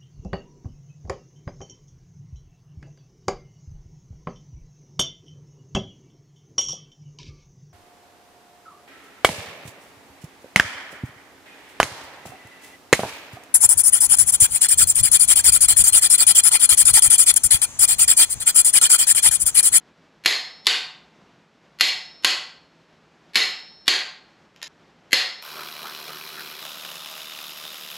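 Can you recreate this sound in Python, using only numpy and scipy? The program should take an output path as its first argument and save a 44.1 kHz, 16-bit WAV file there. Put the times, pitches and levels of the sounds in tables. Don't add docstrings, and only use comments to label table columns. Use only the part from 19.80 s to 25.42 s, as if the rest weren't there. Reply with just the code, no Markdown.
import sys
import numpy as np
from scipy import signal
from scipy.fft import rfft, irfft
from scipy.io import wavfile

SR = 44100
rng = np.random.default_rng(int(sys.argv[2]) if len(sys.argv) > 2 else 0)


def bounce(signal):
    frames = np.transpose(np.atleast_2d(signal))
    limited = np.clip(frames, -1, 1)
    pcm = np.round(limited * 32767).astype(np.int16)
    wavfile.write(sys.argv[1], SR, pcm)


N = 247842

# start in seconds, stroke, direct level in dB (relative), socket note in Hz,
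# tube and bolt ring in dB (relative).
SNAPS = [(0.4593, "break", 1.5, 4240, -1), (0.8682, "back", 1.5, 3620, -9), (2.0087, "break", 0.5, 4260, 1),
         (2.4463, "back", 1, 4390, 4), (3.556, "break", -1.5, 4210, 3), (4.0795, "back", -0.5, 4300, 0),
         (5.3301, "break", 2, 4280, 0)]
CONTACT_TILT_DB_PER_OCTAVE = {"break": -0.2, "back": 0.33}
SOCKET_NOTE_DB = {"break": -8.5, "back": -13}
TUBE_OFFSET_DB = {"break": -2.5, "back": -29}
BOLT_OFFSET_DB = {"break": -1, "back": -14}
PRE_ECHO_REL_DB = {"break": -23, "back": -29}
# start in seconds, level in dB.
SOCKET_KNOCKS = [(4.762, -29), (4.817, -23), (4.8255, -22), (4.8291, -9.5)]
# frequency in Hz, T60 in seconds, relative level in dB
HEAD_MODES = [(1080, 0.035, -26.5, -19.5), (1587, 0.023, -25, -12.5), (1860, 0.022, -14, -15),
              (2019, 0.049, -12.5, -17), (2230, 0.014, -9, -24.5), (2850, 0.039, -16, -16),
              (3220, 0.013, -15, -9.5), (3595, 0.01, -15.5, -11.5), (4160, 0.04, -14.5, -12),
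              (4450, 0.011, -15, -7), (4690, 0.022, -11, -8.5), (5230, .02, -17.5, -17.5),
              (6860, .012, -17, -18.5), (10160, .018, -16.5, -16.5), (11450, 0.021, -16.5, -26.5)]
# frequency in Hz, T60 in seconds, relative level in dB.
TUBE_MODES = [(3822, .95, -35), (4673, 0.8, -38), (5197, 0.75, -28), (5351, 2.3, -40.5)]
# frequency in Hz, T60 in seconds, relative level in dB.
BOLT_MODES = [(4250, .55, -26), (4264, 1.1, -36)]
# frequency in Hz, T60 in seconds, relative level in dB.
ENGINE_MODES = [(742, .75, -42), (757, 0.65, -38.5), (885, 0.83, -43), (1420, .6, -43), (3850, 0.45, -28),
                (9630, 0.3, -37.5)]
# frequency in Hz, gain in dB.
CONTACT_SPECTRUM = [(30, -41), (120, -21.5), (350, -14.5), (800, -19), (1300, -8), (1900, -1), (3200, 0.5),
                    (4700, -2.5), (5700, -11), (7200, -9), (8800, -23), (11000, -15), (13500, -27),
                    (16000, -42.5)]
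# frequency in Hz, T60 in seconds.
GARAGE_DECAY = [(150, 0.12), (400, 0.39), (750, 0.58), (2000, 0.45), (4500, 0.42), (7500, 0.36),
                (13000, 0.27)]
# frequency in Hz, gain in dB.
GARAGE_COLOUR = [(60, -8.5), (300, 2), (700, 3.5), (1100, -2.5), (3000, -0.5), (5000, 0.5), (7500, -0.5),
                 (10500, -5.5), (13500, -6.5), (15000, -25)]
# frequency in Hz, relative density in dB per Hz.
AIR_SPECTRUM = [(20, -23.5), (55, -14), (100, -15.5), (170, -6), (260, -8.5), (550, -12), (800, -13.5),
                (1500, -16.5), (3000, -22), (5500, -29), (7200, -35), (9000, -49.5), (10000, -46.5),
                (12500, -50), (14500, -72.5)]
# frequency in Hz, rms level in dB before the waver.
AIR_TONES = [(160, -71), (8020, -92)]
# frequency in Hz, level in dB.
SIDE_SPECTRUM = [(100, -23.5), (500, -27), (1200, -50.5), (2400, -39), (4000, -42), (8000, -35),
                 (10000, -19), (13000, -1)]


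def gain_of(db):
    return 10 ** (np.asarray(db) / 20)


def evened(x):
    return x / np.sqrt(np.mean(x ** 2) + 1e-20)


def read(points, hz):
    point_hz, value = np.transpose(points)
    return np.interp(np.log(hz + 1), np.log(point_hz + 1), value)


def add(mix, start_s, sound):
    part = mix[round(start_s * SR):][:len(sound)]
    part += sound[:len(part)]


def coloured(x, points, tilt_db_per_octave=0, size=2048, pivot_hz=3000):
    hz = abs(np.fft.fftfreq(size, 1 / SR))
    octaves = np.log2(np.maximum(hz / pivot_hz, 0.1))
    log_gain = np.log(gain_of(read(points, hz) + tilt_db_per_octave * octaves))
    taps = np.fft.ifft(np.exp(np.conj(signal.hilbert(log_gain)))).real
    return signal.fftconvolve(x, taps[:size // 2])[:len(x)]


def ring(modes, t):
    total = np.zeros(len(t))
    for hz, t60_s, db in modes:
        total += gain_of(db - 60 * t / t60_s) * np.sin(2 * np.pi * (hz * t + rng.random()))
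    return total


def air(noise_db=-58, waver_db=1.0):
    t = np.arange(N) / SR
    waver_hz = np.geomspace(0.5, 12, 20)
    waver = evened(sum(np.sin(2 * np.pi * (hz * t + rng.random())) for hz in waver_hz))
    noise = evened(coloured(rng.standard_normal(N), AIR_SPECTRUM, size=8192))
    tones = sum(gain_of(db) * np.sqrt(2) * np.sin(2 * np.pi * hz * t) for hz, db in AIR_TONES)
    return (gain_of(noise_db) * noise + tones) * gain_of(waver_db * waver)


def pre_echoes(snaps, spacing_s=0.0107, fainter_db=-13):
    out = np.zeros(N)
    for start_s, stroke, *_ in SNAPS:
        onset = snaps[round(start_s * SR):round((start_s + spacing_s) * SR)]
        copy = gain_of(PRE_ECHO_REL_DB[stroke]) * onset
        add(out, start_s - spacing_s, copy)
        add(out, start_s - 2 * spacing_s, gain_of(fainter_db) * copy)
    return out


def crack(t, t60_s, tilt_db_per_octave):
    chatter = rng.choice([-1.0, 1.0], len(t)) * gain_of(-60 * t / t60_s)
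    return coloured(chatter, CONTACT_SPECTRUM, tilt_db_per_octave)


def snap(stroke, note_hz, head_db=-3, note_t60_s=0.043, crack_t60_s=0.034,
         thud_db=-28, thud_hz=340, thud_t60_s=0.022, swell_s=0.00045):
    t = np.arange(SR // 10) / SR
    modes = [(hz, t60_s, back_db if stroke == "back" else break_db)
             for hz, t60_s, break_db, back_db in HEAD_MODES]
    head = gain_of(head_db) * ring(modes, t)
    note = ring([(note_hz, note_t60_s, SOCKET_NOTE_DB[stroke])], t)
    thud = gain_of(thud_db - 60 * t / thud_t60_s) * np.sin(2 * np.pi * thud_hz * t)
    swell = 1 - np.exp(-t / swell_s)
    contact = crack(t, crack_t60_s, CONTACT_TILT_DB_PER_OCTAVE[stroke])
    return contact + swell * (head + note) + thud


def garage(first_s=0.00089, build_s=0.0036, early_db=3, early_s=0.0067):
    t = np.arange(SR) / SR
    density_per_s = 7000 + 40000 * t
    taps = rng.standard_normal(SR) * (rng.random(SR) < density_per_s / SR)
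    taps *= 1 - np.exp(-np.maximum(t - first_s, 0) / build_s)
    taps *= gain_of(early_db * np.exp(-t / early_s))
    hz, frame_s, bands = signal.stft(taps, SR, nperseg=256)
    decay = gain_of(-60 * frame_s / read(GARAGE_DECAY, hz)[:, None])
    tail = signal.istft(bands * decay, SR, nperseg=256)[1]
    return coloured(tail / np.linalg.norm(tail), GARAGE_COLOUR)


def wrench(near_db=1.5, wet_db=3.5, directions=4):
    out = np.zeros(N)
    for start_s, stroke, direct_db, note_hz, _ in SNAPS:
        direct, *others = [snap(stroke, note_hz) for _ in range(directions + 1)]
        walls = sum(signal.fftconvolve(shape, garage()) for shape in others) / np.sqrt(directions)
        add(out, start_s, gain_of(near_db + direct_db) * direct)
        add(out, start_s, gain_of(wet_db) * walls)
    return out


def ringing(engine_db=0.3):
    out, t = np.zeros(N), np.arange(SR) / SR
    for start_s, stroke, _, _, ring_db in SNAPS:
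        tube = gain_of(TUBE_OFFSET_DB[stroke]) * ring(TUBE_MODES, t)
        bolt = gain_of(BOLT_OFFSET_DB[stroke]) * ring(BOLT_MODES, t)
        engine = gain_of(engine_db) * ring(ENGINE_MODES, t)
        out[round(start_s * SR):] = 0
        add(out, start_s, engine + gain_of(ring_db) * (tube + bolt))
    return out


def socket(wet_db=-1, tilt_db_per_octave=1.6, tilt_per_db=0.2, body_db=-25, crack_t60_s=0.0055,
           echo_end_s=4.88):
    out, t = np.zeros(N), np.arange(SR // 10) / SR
    hardest_db = max(db for _, db in SOCKET_KNOCKS)
    for start_s, db in SOCKET_KNOCKS:
        contact = crack(t, crack_t60_s, tilt_db_per_octave + tilt_per_db * (db - hardest_db))
        body = ring([(1020, 0.015, body_db), (1800, 0.028, body_db)], t)
        add(out, start_s, gain_of(db) * (contact + body))
    walls = signal.fftconvolve(out, garage())[:N] * (np.arange(N) / SR < echo_end_s)
    return out + gain_of(wet_db) * walls


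def scene():
    snaps = wrench()
    mid = air() + pre_echoes(snaps) + snaps + ringing() + socket()
    side_gain = gain_of(read(SIDE_SPECTRUM, np.fft.rfftfreq(2 * N, 1 / SR)))
    side = irfft(1j * rfft(mid, 2 * N) * side_gain)[:N]
    return np.array([mid + side, mid - side])


def record(dry, threshold_db=-17, slope=0.71, attack_s=0.0055, recovery_db_per_s=125,
           full_scale=1.15, low_cut_hz=50, high_cut_hz=15700):
    r = np.exp(-1 / (attack_s * SR))
    smooth = [1 - r], [1, -r]
    power_db = 10 * np.log10(signal.lfilter(*smooth, (dry ** 2).mean(0)) + 1e-12)
    fall_db = np.arange(N) * recovery_db_per_s / SR
    held_db = np.maximum.accumulate(power_db + fall_db) - fall_db
    over_db = np.maximum(held_db - threshold_db, 0)
    limited = dry * gain_of(-slope * signal.lfilter(*smooth, over_db))
    rounded = full_scale * np.tanh(limited / full_scale)
    high_pass = signal.butter(2, low_cut_hz, "high", fs=SR, output="sos")
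    low_pass = signal.firwin(151, high_cut_hz, window=("kaiser", 9), fs=SR)
    return signal.oaconvolve(signal.sosfilt(high_pass, rounded), low_pass[None], "same")


dry = scene()
out = record(dry)
bounce(out)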